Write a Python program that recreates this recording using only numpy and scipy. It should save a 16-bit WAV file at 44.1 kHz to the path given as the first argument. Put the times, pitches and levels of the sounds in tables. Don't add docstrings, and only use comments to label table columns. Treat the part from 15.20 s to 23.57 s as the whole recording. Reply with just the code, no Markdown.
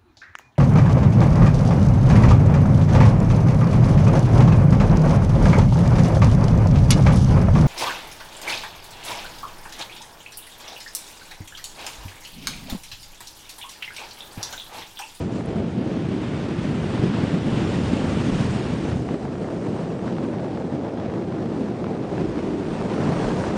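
import sys
import numpy as np
from scipy import signal
from scipy.fft import rfft, irfft, next_fast_len
from scipy.io import wavfile
from scipy.ndimage import uniform_filter1d, map_coordinates

SR = 44100
rng = np.random.default_rng(int(sys.argv[2]) if len(sys.argv) > 2 else 0)


def generate_wav(sig):
    pcm = np.round(np.clip(np.atleast_2d(sig).T, -1, 1) * 32767).astype(np.int16)
    wavfile.write(sys.argv[1], SR, pcm)


N = 369116


def amp(db):
    return 10 ** (np.asarray(db) / 20)


def unit(x):
    return x / np.sqrt(np.mean(x ** 2) + 1e-20)


def curves(rows):
    start_s, *columns = np.transpose(rows)
    t = np.arange(N) / SR
    return [np.interp(t, start_s, column) for column in columns]


def wobble(rate_hz):
    knots = rng.standard_normal(int(N * rate_hz / SR) + 4)
    return map_coordinates(knots, [np.arange(N) * rate_hz / SR])


def colour(x, spectrum):
    m = 2 * next_fast_len(N // 2 + 8192)
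    pitch_hz, level_db = np.transpose(spectrum)
    hz = np.fft.rfftfreq(m, 1 / SR)
    gain_db = np.interp(np.log(hz + 1), np.log(pitch_hz + 1), level_db)
    cepstrum = irfft(np.log(amp(gain_db)), m)
    cepstrum[1:m // 2] *= 2
    cepstrum[m // 2 + 1:] = 0
    response = np.exp(rfft(cepstrum))
    return irfft(rfft(x, m) * response, m)[:N]


def stream(spectrum, lumps_db, patchy_db):
    cells = signal.stft(rng.standard_normal(N), nperseg=512)[2]
    field = rng.standard_normal(cells.shape)
    field = uniform_filter1d(field, size=6, axis=0)
    field = uniform_filter1d(field, size=8, axis=1)
    patchy_cells = cells * amp(patchy_db * unit(field))
    noise = signal.istft(patchy_cells, nperseg=512)[1][:N]
    return unit(colour(noise * amp(lumps_db), spectrum))


# pitch_hz [Hz], level_db [relative dB per Hz]
TICK_SPECTRUM = [(5000, -40), (6500, -5), (7700, -8), (9500, 1), (10300, 2), (10600, -20.5)]
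TICK_START_S, TICK_LEVEL_DB, TICK_T60_S = 0.2575, -47.5, .025


def tick():
    age_s = np.arange(N) / SR - TICK_START_S
    noise = unit(colour(rng.standard_normal(N), TICK_SPECTRUM))
    decay = (age_s > 0) * amp(TICK_LEVEL_DB - 60 * np.abs(age_s) / TICK_T60_S)
    return noise * decay


# pitch_hz [Hz], level_db [relative dB per Hz]
HISS_SPECTRUM = [(2500, -45.5), (4000, 3.5), (5500, 2), (7000, 1.5), (9000, -2.5), (10000, -9),
                 (10600, -41.5)]


def hiss(puffs, shreds):
    return stream(HISS_SPECTRUM, 0.5 * puffs + 0.2 * shreds, patchy_db=1.5)


# pitch_hz [Hz], level_db [relative dB per Hz]
OPEN_RUSH_SPECTRUM = [(500, -30), (900, 1.5), (1300, -1), (2000, -4), (3000, -6), (3700, -9.5),
                      (4100, -14.5), (4800, -15.5), (6000, -22.5), (8000, -48.5)]
WAKE_RUSH_SPECTRUM = [(500, -40), (900, 4), (1300, -3), (2000, -8), (3000, -14.5), (4300, -19), (6000, -24),
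                      (8000, -48)]


def rush(wake, puffs, shreds):
    open_rush = stream(OPEN_RUSH_SPECTRUM, 0.61 * puffs + 0.27 * shreds, patchy_db=0.6)
    wake_rush = stream(WAKE_RUSH_SPECTRUM, 0.69 * puffs + 1.0 * shreds, patchy_db=1.3)
    return np.sqrt(1 - wake) * open_rush + np.sqrt(wake) * wake_rush


# pitch_hz [Hz], level_db [relative dB per Hz]
FLUTTER_SPECTRUM = [(200, -42), (300, -6), (420, 1), (600, -3), (800, -8), (1100, -25.5), (1600, -33.5),
                    (2500, -63)]


def flutter(wake, puffs, shreds):
    lumps_db = 0.3 * puffs + wake * (0.45 * puffs + 0.79 * shreds)
    return stream(FLUTTER_SPECTRUM, lumps_db, patchy_db=0.18)


# pitch_hz [Hz], level_db [relative dB per Hz]
SNAP_SPECTRUM = [(300, -25), (700, 3.5), (1200, 1), (2200, -9), (3500, -12), (6000, -23.5), (10000, -59)]


def snap_swarm(level_db):
    place, size, sign = rng.random((3, 3000))
    steps = amp(-4 * np.log(size + 0.03)) * np.sign(sign - .5)
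    swarm = np.bincount((place * N).astype(int), steps, N)
    return unit(colour(swarm, SNAP_SPECTRUM)) * amp(level_db)


# start_s [s], level_db [dB, nominal peak], brightness [0 dull - 1 bright]
SINGLE_SNAPS = [(0.208, -23.5, 0.3), (0.3665, -25, 0.3), (1.0321, -24, 0.4), (1.7776, -21, 0.8),
                (2.177, -28, 0.4), (2.9702, -33, 0.5), (3.5635, -25.5, 0.3), (3.7189, -23, 0.5),
                (3.8894, -20, 0.5), (3.9215, -25.5, 0.4), (3.944, -24.5, 0.5), (4.053, -24, 0.3),
                (4.0805, -26, 0.4), (4.138, -35, 0.2), (4.1552, -25, 0.4), (4.2442, -26, 0.3),
                (4.288, -25, 0.3), (4.427, -29, 0.6), (4.722, -31, 0.3), (4.792, -24, 0.4),
                (4.845, -28, 0.6), (4.8796, -22, 0.5), (4.9212, -28, 0.3), (4.9666, -29, 0.6),
                (4.984, -20.5, 0.4), (5.05, -25, 0.5), (5.137, -24, 0.4), (5.1836, -27, 0.5),
                (5.197, -26, 0.7), (5.246, -28, 0.6), (5.374, -22, 0.7), (5.422, -27, 0.6),
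                (5.6118, -28, 0.6), (5.697, -30, 0.6), (5.7748, -22.5, 0.5), (5.7999, -26, 0.7),
                (5.899, -25, 0.5), (5.939, -24, 0.5), (6.1234, -25.5, 0.6), (6.1853, -27, 0.4),
                (6.3775, -23, 0.6), (6.4848, -28, 0.7), (6.6428, -20, 0.7), (6.6666, -22.5, 0.4),
                (6.731, -33, 0.3), (6.767, -28, 0.7), (6.848, -28, 0.6), (6.938, -27, 0.5),
                (6.98, -20, 0.4), (7.182, -29, 0.3), (7.1905, -20, 0.3), (7.3891, -31, 0.4),
                (7.423, -31, 0.3), (7.453, -27.5, 0.4), (7.491, -31, 0.6), (7.5882, -31, 0.4),
                (7.6137, -19.5, 0.5), (7.706, -24, 0.3), (7.7787, -20, 0.4), (7.8171, -23.5, 0.5),
                (7.861, -23, 0.4), (7.8743, -18, 0.4), (8.1344, -25.5, 0.3), (8.178, -27, 0.1),
                (8.2394, -17, 0.3), (8.307, -22, 0.3)]
# pitch_hz [Hz], level_db [relative dB per Hz]
DULL_SNAP_SPECTRUM = [(250, -25), (600, -5.5), (1000, 0.5), (1800, -6.5), (2800, -19), (4500, -40)]
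TEAR_STEPS_DB = [-3.5, -8, -10]
TEAR_S = .0025


def single_snaps():
    out = np.zeros(N)
    start_s, level_db, bright = np.transpose(SINGLE_SNAPS)
    delay, sign = rng.random((2, len(start_s), 3))
    step_s = start_s[:, None] + TEAR_S * delay * [0, 1, 1]
    at = np.round(step_s * SR).astype(int).ravel()
    steps = np.sign(sign - .5) * amp(level_db[:, None] + TEAR_STEPS_DB)
    for spectrum, share in ((SNAP_SPECTRUM, bright), (DULL_SNAP_SPECTRUM, 1 - bright)):
        impulses = np.bincount(at, (steps * share[:, None]).ravel(), N)
        response_peak = np.max(np.abs(colour(signal.unit_impulse(N), spectrum)))
        out += colour(impulses, spectrum) / response_peak
    return out


# pitch_hz [Hz], level_db [relative dB per Hz]
LOW_ROAR_SPECTRUM = [(50, -29), (85, -8), (120, -2), (170, -1), (240, -2.5), (320, -9.5), (480, -32),
                     (800, -84)]
HIGH_ROAR_SPECTRUM = [(70, -39), (120, -14), (180, -1), (250, -2), (330, 0.5), (410, -5), (550, -23),
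                      (800, -68.5)]


def roar(high):
    low_roar = stream(LOW_ROAR_SPECTRUM, 0.5 * wobble(30), patchy_db=-0.2)
    high_roar = stream(HIGH_ROAR_SPECTRUM, 0.76 * wobble(30), patchy_db=-0.1)
    return np.sqrt(1 - high) * low_roar + np.sqrt(high) * high_roar


# pitch_hz [Hz], level_db [relative dB per Hz]
HEAVE_SPECTRUM = [(12, -10.5), (22, 8), (35, 5), (50, 9.5), (80, -52)]
# level_db [dB in open stream at the reference rush and roar],
# rush_slope [dB per dB], roar_slope [dB per dB], wake_rise [dB in full wake]
HEAVE_FLOW_LAW = (-56.5, 1.5, 1.3, 4.5)
REFERENCE_RUSH_DB, REFERENCE_ROAR_DB = -42, -25


def heave(rush_db, roar_db, wake):
    level_db, rush_slope, roar_slope, wake_rise = HEAVE_FLOW_LAW
    level_db = level_db + rush_slope * (rush_db - REFERENCE_RUSH_DB)
    level_db = level_db + roar_slope * (roar_db - REFERENCE_ROAR_DB) + wake_rise * wake
    return amp(level_db) * stream(HEAVE_SPECTRUM, 2.5 * wobble(4.5), patchy_db=4.0)


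# start_s [s], level_db [dB, peak of the swell], pitch_hz [Hz]
STRONGEST_THUMPS = [(0.398, -17.5, 186), (0.561, -20.5, 150), (0.611, -19, 221), (0.658, -18, 254),
                    (0.767, -18, 245), (0.811, -17, 202), (0.946, -18, 312), (1.021, -16, 264),
                    (1.384, -16.5, 137), (1.447, -17.5, 199), (1.545, -14.5, 210), (1.745, -13, 172),
                    (1.794, -18, 140), (1.837, -9.5, 179), (1.893, -15, 195), (2.029, -25, 110),
                    (2.03, -12.5, 155), (2.135, -12.5, 171), (2.324, -13, 150), (2.557, -19, 187),
                    (2.731, -9, 235), (2.764, -17, 210), (2.84, -17, 150), (2.965, -15.5, 160),
                    (3.147, -13.5, 140), (3.725, -15, 151), (3.752, -13.5, 140), (3.94, -17, 278),
                    (3.203, -12.5, 189), (4.786, -22, 285), (4.867, -20.5, 215), (5.036, -16.5, 233),
                    (6.051, -21.5, 162), (6.256, -18, 181), (7.054, -18, 322), (7.17, -18, 197),
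                    (7.258, -24, 347), (7.74, -16, 280), (8.115, -18.5, 310)]


def thumps():
    out = np.zeros(N + SR)
    t = np.arange(SR // 10) / SR
    for start_s, level_db, pitch_hz in STRONGEST_THUMPS:
        swell = np.exp(-((t * pitch_hz - 1.1) / 0.8) ** 2)
        rock = np.sin(2 * np.pi * (pitch_hz * t + rng.random()))
        out[round(start_s * SR):][:len(t)] += amp(level_db) * swell * rock
    return out[:N]


# pitch_hz [Hz], level_db [relative dB per Hz]
BUFFET_SPECTRUM = [(25, -30.5), (45, 1), (65, 10.5), (85, 11.5), (120, 10), (200, -50)]


def buffet():
    return stream(BUFFET_SPECTRUM, 1.5 * wobble(7.9), patchy_db=1.5)


RIDE_DB_PER_DB, RIDE_WINDOW_S = 0.15, .006


def ride(large, roar_db):
    power = np.abs(uniform_filter1d(large ** 2, size=round(RIDE_WINDOW_S * SR))) + 1e-9
    return (power / amp(2 * roar_db)) ** (RIDE_DB_PER_DB / 2)


# start_s [s], rush_db [dB],
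# hiss_db [dB re the rush], roar_db [dB], flutter_db [dB]
AIRFLOW = [(0.0, -40, -12, -23, -31), (0.07, -45.5, -13, -25.5, -40.5), (0.11, -45, -12, -29.5, -29.5),
           (0.14, -43, -12, -25.5, -38), (0.21, -45.5, -9.5, -27, -33), (0.23, -45.5, -11.5, -31, -41),
           (0.28, -41.5, -18, -24.5, -32), (0.37, -43.5, -14.5, -26.5, -33.5),
           (0.42, -44, -18, -22.5, -33.5), (0.51, -45.5, -12, -28, -36.5), (0.58, -44.5, -16.5, -23, -36.5),
           (0.61, -44, -18, -25.5, -35.5), (0.7, -42, -15, -26.5, -33.5), (0.86, -43, -15.5, -25, -37.5),
           (1.05, -40, -16, -26.5, -37), (1.24, -40, -15.5, -25.5, -33.5), (1.37, -40.5, -16, -27.5, -38.5),
           (1.44, -39.5, -12.5, -26, -34), (1.49, -40, -14, -24, -36), (1.77, -37.5, -15.5, -24.5, -32),
           (1.86, -37.5, -14, -18.5, -31.5), (1.89, -37.5, -16.5, -23.5, -33),
           (2.0, -37, -14.5, -22, -32.5), (2.2, -39, -14.5, -23.5, -33.5), (2.4, -35, -14, -23.5, -31),
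           (2.6, -37, -12.5, -22, -32.5), (2.8, -36.5, -13, -24, -31.5), (2.9, -36.5, -12.5, -21.5, -30),
           (3.05, -36.5, -11.5, -22, -34), (3.2, -35.5, -11.5, -22.5, -31.5), (3.3, -37, -10.5, -23, -34),
           (3.4, -37, -12.5, -24, -32), (3.57, -39.5, -13, -24.5, -35), (3.71, -38, -13, -24.5, -31),
           (3.735, -39, -15, -23.5, -32), (3.75, -42, -11, -25.5, -32.5), (3.86, -44.5, -11, -26.5, -33.5),
           (3.91, -43, -13.5, -26, -31.5), (3.945, -43, -14, -26.5, -32), (3.96, -46.5, -12, -29.5, -35.5),
           (4.01, -45, -12, -33, -32), (4.03, -44, -12, -27, -33), (4.06, -45.5, -13, -27, -32),
           (4.1, -46, -12.5, -28, -34.5), (4.45, -44.5, -13, -27, -32.5), (4.6, -43.5, -14, -26.5, -33),
           (4.78, -45, -14.5, -29, -32), (4.9, -43.5, -15.5, -27.5, -33.5), (5.1, -44, -15.5, -26, -32),
           (5.2, -44.5, -16, -29.5, -31.5), (5.35, -45, -16, -27.5, -33), (5.7, -45.5, -16.5, -28.5, -32),
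           (5.85, -44, -18, -28, -32.5), (6.0, -46, -16, -28, -33), (6.1, -45, -17.5, -27.5, -33),
           (6.4, -44, -15.5, -26, -34), (6.55, -45.5, -16, -27, -33), (6.7, -44.5, -16, -27, -32.5),
           (6.85, -45, -16, -27.5, -33.5), (6.92, -43, -14.5, -30, -31), (6.99, -41, -16.5, -24.5, -32.5),
           (7.37, -42.5, -15, -25, -33.5), (7.51, -39.5, -15.5, -27, -34), (7.67, -39.5, -13, -23.5, -28.5),
           (7.69, -40, -14.5, -28.5, -32.5), (7.88, -36, -16, -20, -29.5), (7.95, -35, -15.5, -25, -28),
           (8.09, -35.5, -13, -24, -28.5), (8.25, -36, -12.5, -26, -27.5), (8.35, -39.5, -15.5, -25.5, -31),
           (8.37, -34, -16, -24.5, -30)]
# start_s [s], wake [0 open stream - 1 behind the frame],
# high [0 low roar - 1 high roar], buffet_db [dB]
SLOW_FLOW = [(0, 0.51, 0.15, -37.5), (.35, 0.34, 0.3, -43.5), (.7, 0.14, 0.29, -42.5),
             (1.1, .1, 0.36, -40.5), (1.6, 0.059, 0.17, -35), (2, 0.026, 0.12, -41.5),
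             (2.4, 0.035, 0.24, -31), (2.8, 0.079, 0.13, -32.5), (3.1, 0.07, 0.14, -35.5),
             (3.4, 0.065, 0.3, -36), (3.6, 0.35, 0.26, -37), (3.76, 0.5, 0.1, -35), (3.92, 0.49, 0.36, -37),
             (3.96, .7, 1, -44), (4.1, 0.82, 0.34, -42), (4.3, 0.89, 0.4, -47), (4.7, 0.77, 0.41, -48),
             (5.1, 0.98, 0.38, -53), (5.5, 0.95, 0.52, -52), (5.9, 0.93, 0.39, -49), (6.3, 0.91, 0.58, -47),
             (6.8, 0.92, 0.58, -49), (6.95, 0.85, 0.68, -42), (7.1, 0.85, 0.73, -37),
             (7.28, 0.9, 0.93, -41), (7.45, 0.72, 0.57, -49), (7.7, 0.9, 0.3, -47),
             (8.05, 0.91, 0.38, -45.5), (8.37, 0.96, 0.49, -39.5)]


def wind():
    rush_db, hiss_db, roar_db, flutter_db = curves(AIRFLOW)
    wake, high, buffet_db = curves(SLOW_FLOW)
    puffs, shreds = wobble(22), wobble(130)

    large = amp(buffet_db) * buffet()
    large += heave(rush_db, roar_db, wake)
    large += amp(roar_db) * roar(high)
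    large += thumps()

    small = amp(flutter_db) * flutter(wake, puffs, shreds)
    small += amp(rush_db) * rush(wake, puffs, shreds)
    small += amp(rush_db + hiss_db) * hiss(puffs, shreds)

    snaps = snap_swarm(rush_db - 19.0 + 15 * wake) + single_snaps()
    return large + small * ride(large, roar_db) + snaps


def scene():
    return (tick() + wind())[None]


BAND_LIMIT_HZ = 10640


def record(dry):
    m = next_fast_len(N + 8192)
    passband = np.fft.rfftfreq(m, 1 / SR) < BAND_LIMIT_HZ
    return irfft(rfft(dry, m) * passband, m)[:, :N]


dry = scene()
out = record(dry)
generate_wav(out)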